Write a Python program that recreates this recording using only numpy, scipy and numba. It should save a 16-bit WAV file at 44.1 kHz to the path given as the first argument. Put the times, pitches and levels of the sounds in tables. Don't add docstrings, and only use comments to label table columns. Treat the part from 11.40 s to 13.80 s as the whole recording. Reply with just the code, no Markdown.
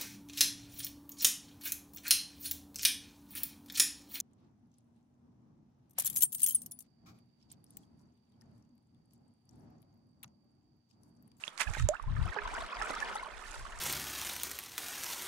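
import sys
import numpy as np
from scipy import signal
from scipy.fft import rfft, irfft
from scipy.io import wavfile
from scipy.ndimage import uniform_filter1d
from numba import njit

SR = 44100
rng = np.random.default_rng(int(sys.argv[2]) if len(sys.argv) > 2 else 0)


def log_audio(samples):
    frames = np.atleast_2d(samples).T
    limited = np.clip(frames, -1, 1)
    pcm = np.round(limited * 32767).astype(np.int16)
    wavfile.write(sys.argv[1], SR, pcm)


def amplitude_ratio(level_db):
    exponent = np.asarray(level_db, float) / 20
    return 10 ** exponent


N = 105840

# (time [s], level [dB], left-right [dB])
STIR = [(0, -62, -10.5), (.15, -58.5, -12.5), (.3, -48.5, -11.5), (.43, -63, -5), (.47, -55.5, -15),
        (.62, -62, -11.5), (.8, -49.5, -7.5), (1.1, -44, -2), (1.29, -45.5, -1.5), (1.48, -41.5, -3),
        (1.75, -44.5, -0.5), (1.95, -51, -10.5), (2.4, -51, -4)]
# (frequency [Hz], density [dB per Hz])
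SPLASH_COLOUR = [(290, -71), (500, -33), (868, -7), (2190, 1), (4030, -13), (7530, -7.5), (16000, -37)]
LAG_S_PER_DB = .000013


def rms_one(x):
    return x / np.sqrt(np.mean(x ** 2) + 1e-20)


def in_time(rows):
    s, *columns = np.transpose(rows)
    return [np.interp(np.arange(N) / SR, s, c) for c in columns]


def at_hz(points, hz):
    f, v = np.transpose(points)
    return np.interp(np.log(hz + 1), np.log(f), v)


def sides(pan_db):
    left = amplitude_ratio(pan_db) ** 2
    return np.sqrt(2 * np.array([left, left ** 0]) / (1 + left))


def drift(rate):
    r = np.exp(-80 * np.pi * rate / SR)
    slow = signal.lfilter([1], [1, -2 * r, r * r], rng.standard_normal(N // 40 + 2002))[2000:]
    return np.interp(np.arange(N) / 40, np.arange(len(slow)), rms_one(slow - slow.mean()))


def coloured(spectrum, alike):
    mid, side = rng.standard_normal((2, N))
    alike = np.clip(alike, 0, 1)
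    pair = np.sqrt(1 + alike) * mid + np.sqrt(1 - alike) * side * [[1], [-1]]
    gain = amplitude_ratio(at_hz(spectrum, np.arange(N // 2 + 1) * SR / N))
    return rms_one(irfft(rfft(pair) * gain, N))


@njit
def add(out, start, hz, t60, rise, left, right, lag, onset, bend, sr):
    for k in range(len(start)):
        phase, step, height = 0., 2 * np.pi * hz[k] / sr, 1.
        fade, glide = 1000 ** (-1 / (t60[k] * sr)), 2 ** (rise[k] / sr)
        for i in range(start[k], min(out.shape[1], start[k] + int(t60[k] * sr))):
            v = height * min(1., phase / onset) ** 2
            out[0, i] += left[k] * v * np.sin(phase - step * lag[k])
            out[1, i] += right[k] * v * np.sin(phase)
            phase, step, height = phase + step, min(step * glide, 2.8), height * fade
            glide += bend


def bubbles(s, db, hz, t60, rise, pan_db, onset, bend=0.):
    pan = pan_db + 0 * s
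    out = np.zeros((2, N))
    left, right = amplitude_ratio(db) * sides(pan)
    start, lag = (s * SR).astype(np.int64), pan * LAG_S_PER_DB * SR
    glide_bend = bend * np.log(2) / SR ** 2
    add(out, start, hz * 1., np.abs(t60), rise + 0 * s, left, right, lag,
        max(onset, .1), glide_bend, float(SR))
    return out


def swells(s, db, hz, cycles, rise, pan_db):
    out = np.zeros((2, N))
    for at, level_db, f, turns, up, pan in np.broadcast(s, db, hz, cycles, rise, pan_db):
        size = int(turns / f * SR)
        t = (np.arange(size) - size / 2) / SR
        phase = np.cumsum(2 * np.pi * f * 2 ** (up * t) / SR)
        lag = 2 * np.pi * f * pan * LAG_S_PER_DB * np.array([[1], [0]])
        start = int(at * SR) - size // 2
        swell = np.hanning(size) * np.sin(phase - lag)
        out[:, start:start + size] += amplitude_ratio(level_db) * sides(pan)[:, None] * swell
    return out


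def swarm(per_s, colour, cycles, rise, spread_db, clump_db, onset, share=1):
    scatter_db = 8
    s, pitch, size, place, life, keep, turn = rng.random((7, 24000))
    s, low, high = s * N / SR, colour[0][0], colour[-1][0]
    at, hz = (s * SR).astype(int), low * (high / low) ** pitch
    born = (keep < per_s * N / SR / len(s)) & (at < share * N)
    db = at_hz(colour, hz) + 20 * np.log10(hz)
    db = db - spread_db * np.log(np.maximum(size, .03)) + clump_db * drift(34)[at]
    pan = in_time(STIR)[1][at] + scatter_db * (2 * place - 1)
    pan = pan * np.minimum(hz / 900, 1)
    t60 = cycles * (0.82 + 1.26 * life) / hz
    track = bubbles(s[born], db[born], hz[born], t60[born], (rise * 2 * turn)[born], pan[born], onset)
    return rms_one(track) * np.sqrt(share)


def quiet():
    # (frequency [Hz], density [dB per Hz])
    hush = [(59, -64), (135, -10), (595, -16.5), (1280, -6), (9820, -39), (16000, -47)]
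    return amplitude_ratio(-61) * coloured(hush, 0.17)


def burble():
    # (frequency [Hz], density [dB per Hz])
    burble_colour = [(120, -43), (200, -13), (340, -12), (1250, -1.5), (5000, -22), (6500, -33),
                     (11000, -120)]
    wash_db = -7
    db, pan = in_time(STIR)
    wash = amplitude_ratio(wash_db + 2 * drift(36)) * sides(pan) * coloured(burble_colour, 0.54)
    small = swarm(1900, burble_colour, cycles=26, rise=5, spread_db=2.1, clump_db=1.48, onset=9.5)
    return amplitude_ratio(db) * (small + wash)


def spray():
    # (time [s], level [dB])
    strength = [(0, -56), (.15, -68.5), (.3, -57.5), (.46, -64.5), (.65, -77.5), (.85, -63), (1.0, -71),
                (1.2, -55), (1.29, -65), (1.43, -53.5), (1.76, -57.5), (1.9, -64), (2.1, -54), (2.4, -61.5)]
    # (frequency [Hz], density [dB per Hz])
    spray_colour = [(1470, -36), (2500, -5), (4140, -6.5), (8600, -2.5), (14700, -26), (16000, -63)]
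    hiss_db = -5
    db, = in_time(strength)
    hiss = amplitude_ratio(hiss_db + 2.8 * drift(27)) * sides(in_time(STIR)[1]) * coloured(spray_colour, 0.71)
    fizz = swarm(1800, spray_colour, cycles=15, rise=21.0, spread_db=2.5, clump_db=4.5, onset=9.1)
    return amplitude_ratio(db) * (fizz + hiss)


def rumble(top_hz, order):
    bottom_hz = 24.2
    low_pass = signal.butter(order, top_hz, fs=SR, output="sos")
    high_pass = signal.butter(2, bottom_hz, "high", fs=SR, output="sos")
    noise = rng.standard_normal((2, N + SR))
    low = signal.sosfilt(np.vstack([low_pass, high_pass]), noise)[:, SR:]
    return rms_one(low / np.sqrt(uniform_filter1d(low ** 2, size=2600) + 1e-9))


def wind():
    # (time [s], half length [s], level [dB], left-right [dB])
    gusts = [(0.298, 0.029, -31, -13), (.36, 0.026, -44, -3), (0.423, 0.036, -26, -13.5),
             (0.457, 0.024, -30, -10), (0.494, 0.061, -45, 14), (0.676, 0.055, -36.5, -12),
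             (.71, 0.039, -30, 20), (0.789, 0.042, -30, 6.5), (0.848, 0.057, -30.5, 14),
             (1.054, 0.045, -42.5, -4), (1.173, 0.074, -46, 2), (1.243, 0.031, -50, -6),
             (1.403, 0.04, -45, 4), (1.574, 0.13, -52, -2), (1.756, 0.12, -55, -4), (1.97, 0.056, -51.5, 5),
             (2.098, 0.047, -48, 3), (2.206, 0.036, -42.5, -1), (2.35, 0.15, -48, 6)]
    breeze_db, bright_at_db = -84, -34
    t = np.arange(N) / SR
    force = amplitude_ratio(breeze_db)
    for s, half, db, pan in gusts:
        force = force + amplitude_ratio(db) * sides(pan)[:, None] * np.exp(-((t - s) / half) ** 4)
    bright = force / (force + amplitude_ratio(bright_at_db))
    return force * (bright * rumble(106.7, order=4) + (1 - bright) * rumble(44, order=6))


def drops():
    # (time [s], peak level [dB], pitch [Hz], left-right [dB])
    drop_table = [(0.038, -19.5, 2690, -14), (0.079, -20.5, 3390, -18), (0.35, -24.5, 1575, -24),
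                  (0.4, -29, 1280, -7), (0.597, -27.5, 1136, -31), (0.765, -31, 1730, -20),
                  (0.963, -24, 835, -13), (0.987, -18.5, 1660, -22), (1.077, -27.5, 1515, -27),
                  (1.167, -26, 1605, 1), (1.415, -21, 1670, -13), (1.423, -21, 1310, -29)]
    cycles, rise, gain_db = 32.5, 1, -2
    s, db, hz, pan = np.transpose(drop_table)
    return bubbles(s, db + gain_db, hz, cycles / hz, rise, pan, onset=5.44)


def splashes():
    # (time [s], attack [s], release [s], level [dB])
    sheets = [
        (.075, .008, .015, -49),
        (.182, .003, .02, -47),
        (.214, .014, .013, -27),
        (.344, .008, .03, -43),
        (.395, .018, .015, -47),
    ]
    t = np.arange(N) / SR
    shape = np.zeros(N)
    for s, up, down, db in sheets:
        attack, release = np.exp(-((t - s) / up) ** 2), np.exp(-np.abs(t - s) / down)
        shape += amplitude_ratio(db) * np.where(t < s, attack, release)
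    dense = swarm(9500, SPLASH_COLOUR, cycles=9, rise=0., spread_db=3, clump_db=0, onset=2.32, share=1 / 4)
    return shape * dense


def knocks():
    # (time [s], peak level [dB])
    knock_table = [
        (0.078, -40),
        (.368, -33),
        (0.962, -36),
        (1.223, -40.5),
        (1.502, -34),
        (1.864, -47.5),
    ]
    modes = [194, 306, 597, 900]
    t60_s = 0.018
    s, db = np.transpose(knock_table)
    return sum(bubbles(s, db, hz + 0 * s, t60_s + 0 * s, 0., 0, onset=2.58) for hz in modes)


def smacks():
    # (time [s], peak level [dB], colour [Hz])
    smack_table = [(0.1774, -39.5, 4330), (0.336, -40, 6460), (0.397, -39, 6640), (0.4238, -40, 6600),
                   (0.5456, -51.5, 7650), (0.6254, -54, 10100), (0.9432, -50.5, 4060), (1.0754, -49, 5670),
                   (1.4216, -39, 5270), (1.5516, -42.5, 5400), (1.6022, -41, 5660), (2.131, -49, 8510)]
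    ring_cycles, ring_db, crack_db, crack_s = 40, 6.5, 1.5, 0.0011
    s, db, hz = np.transpose(smack_table)
    at = (s * SR).astype(int)
    pan, kicks = in_time(STIR)[1][at], np.zeros((2, N))
    kicks[:, at] = amplitude_ratio(db + crack_db) * sides(pan)
    fall = np.exp(-1 / (crack_s * SR))
    shape = signal.lfilter([np.e * (1 - fall)], [1, -2 * fall, fall ** 2], kicks + 1e-18)
    crack = shape * coloured(SPLASH_COLOUR, 0.3)
    return crack + bubbles(s, db + ring_db, hz, ring_cycles / hz, 0., pan, onset=4.0)


def plops():
    # (time of peak [s], level [dB], pitch [Hz], length [cycles], rise [octaves per s])
    squeaks = [
        (.54, -33, 1330, 20, 70),
        (.554, -34, 1480, 22, 65),
        (.274, -33, 1680, 22, 3),
        (.279, -40, 2700, 18, 110),
        (1.128, -42, 800, 40, 17),
    ]
    # (time [s], peak level [dB], pitch [Hz], t60 [s], rise [octaves per s])
    rings = [
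        (.97, -38, 415, .25, 0),
        (.382, -51, 3750, .45, 0),
        (.4886, -11, 7000, .003, 0),
        (.4886, -27, 3600, .003, 0),
    ]
    big_plop = [
        (.4885, -20.5, 590, .13, 1.5),
    ]
    large_bubbles = [
        (0.567, -43.5, 2660, 0.03, 2),
        (.639, -42.5, 900, 0.045, -2),
        (.678, -44.5, 1014, 0.15, 4.5),
        (0.849, -51.5, 313, 0.55, 4),
        (1.5, -41, 306, 0.14, -7),
    ]
    pan_db = -11.5
    large = bubbles(*np.transpose(large_bubbles + rings), pan_db, onset=1.84)
    big = bubbles(*np.transpose(big_plop), pan_db, onset=1.84, bend=300)
    return large + big + swells(*np.transpose(squeaks), -16)


def blips():
    # (time of peak [s], level [dB], pitch [Hz], left-right [dB])
    soft_table = [(0.277, -44.0, 2520.0, -14.0), (0.289, -45.0, 840.0, -14.0), (0.35, -44.0, 2410.0, -18.0),
                  (0.369, -44.0, 820.0, -11.0), (0.374, -45.0, 2110.0, -12.0), (0.384, -45.0, 1870.0, -9.0),
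                  (0.4, -45.0, 1870.0, -5.0), (0.773, -44.0, 1250.0, -24.0), (0.862, -43.0, 730.0, 7.0),
                  (0.881, -39.0, 1310.0, -10.0), (0.924, -41.0, 1850.0, -29.0),
                  (0.931, -40.0, 1610.0, -12.0), (0.968, -39.0, 540.0, -2.0), (0.972, -42.0, 1230.0, -12.0),
                  (0.975, -37.0, 1590.0, -14.0), (0.99, -42.0, 2520.0, -20.0), (0.992, -43.0, 970.0, -10.0),
                  (1.022, -42.0, 1250.0, -11.0), (1.058, -36.0, 1030.0, 10.0), (1.078, -41.0, 930.0, 6.0),
                  (1.14, -42.0, 990.0, 12.0), (1.181, -42.0, 690.0, 6.0), (1.212, -39.0, 1100.0, 1.0),
                  (1.225, -43.0, 690.0, -5.0), (1.328, -45.0, 2500.0, 0.0), (1.333, -37.0, 1100.0, -11.0),
                  (1.391, -43.0, 1980.0, 6.0), (1.405, -40.0, 820.0, 4.0), (1.419, -40.0, 800.0, -5.0),
                  (1.444, -38.0, 1360.0, -11.0), (1.461, -40.0, 1510.0, 4.0), (1.507, -40.0, 540.0, 0.0),
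                  (1.507, -40.0, 800.0, -9.0), (1.508, -38.0, 1340.0, -22.0), (1.521, -42.0, 2020.0, -10.0),
                  (1.538, -37.0, 1230.0, -18.0), (1.542, -41.0, 1590.0, -12.0),
                  (1.566, -36.0, 1250.0, -8.0), (1.617, -41.0, 800.0, 5.0), (1.628, -30.0, 1740.0, -15.0),
                  (1.714, -41.0, 1250.0, -14.0), (1.759, -39.0, 1310.0, -4.0), (1.76, -34.0, 840.0, 5.0),
                  (1.769, -43.0, 1960.0, 3.0), (1.799, -43.0, 2150.0, 3.0), (1.833, -39.0, 1030.0, 2.0),
                  (1.869, -44.0, 1120.0, -8.0), (1.941, -48.0, 2430.0, -15.0), (2.057, -47.0, 1770.0, -7.0),
                  (2.255, -42.0, 1140.0, -9.0)]
    # (time of peak [s], level [dB], pitch [Hz])
    tick_table = [(.365, -49, 7470), (.383, -47, 3900), (.716, -57, 3600), (.83, -52, 3640),
                  (.9, -51, 3400), (1.075, -48, 3640), (1.151, -50, 4800), (1.209, -48, 3660),
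                  (1.22, -49, 4100), (1.317, -49, 3400), (1.346, -49, 5100), (1.364, -49, 4650),
                  (1.431, -48, 8600), (1.539, -47, 4400), (1.584, -47, 3500), (1.648, -46, 4760),
                  (1.689, -46, 2900), (1.768, -46, 3600), (1.786, -50, 4400)]
    soft_db, soft_s, soft_rise = 3.5, .015, 3.5
    tick_db, tick_cycles = 6, 13
    s, db, hz, pan = np.transpose(soft_table)
    soft = swells(s, db + soft_db, hz, soft_s * hz, soft_rise, pan)
    s, db, hz = np.transpose(tick_table)
    pan = in_time(STIR)[1][(s * SR).astype(int)]
    return soft + swells(s, db + tick_db, hz, tick_cycles, 0, pan)


def channel(x):
    echo_db, echo_t60_s = -16, .1
    t = np.arange(SR // 4) / SR
    tail = rng.standard_normal((2, len(t))) * amplitude_ratio(-60 * t / echo_t60_s) * (t > .002)
    tail = signal.lfilter([1], [1, -.6], tail)
    tail = tail / np.sqrt((tail ** 2).sum(1))[:, None]
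    return x + amplitude_ratio(echo_db) * signal.fftconvolve(x.mean(0)[None], tail)[:, :N]


def ports(water):
    # (frequency [Hz], phase [radians])
    port_phase = [(3800, -1), (5200, 1), (10000, -3.5), (12000, 3.5)]
    lead = at_hz(port_phase, np.arange(N // 2 + 1) * SR / N) / 2
    return irfft(rfft(water) * np.exp(1j * lead * [[1], [-1]]), N)


def scene():
    wake = burble() + spray()
    blade = drops() + splashes() + smacks() + plops()
    water = channel(wake + blade + knocks() + blips())
    return ports(water) + quiet() + wind()


def roll_off(x):
    return signal.sosfilt(signal.butter(12, 16470, fs=SR, output="sos"), x)


def record(dry):
    top_hz = 12500
    mix = signal.sosfilt(signal.butter(4, top_hz, fs=SR, output="sos"), dry)
    return roll_off(mix)


dry = scene()
out = record(dry)
log_audio(out)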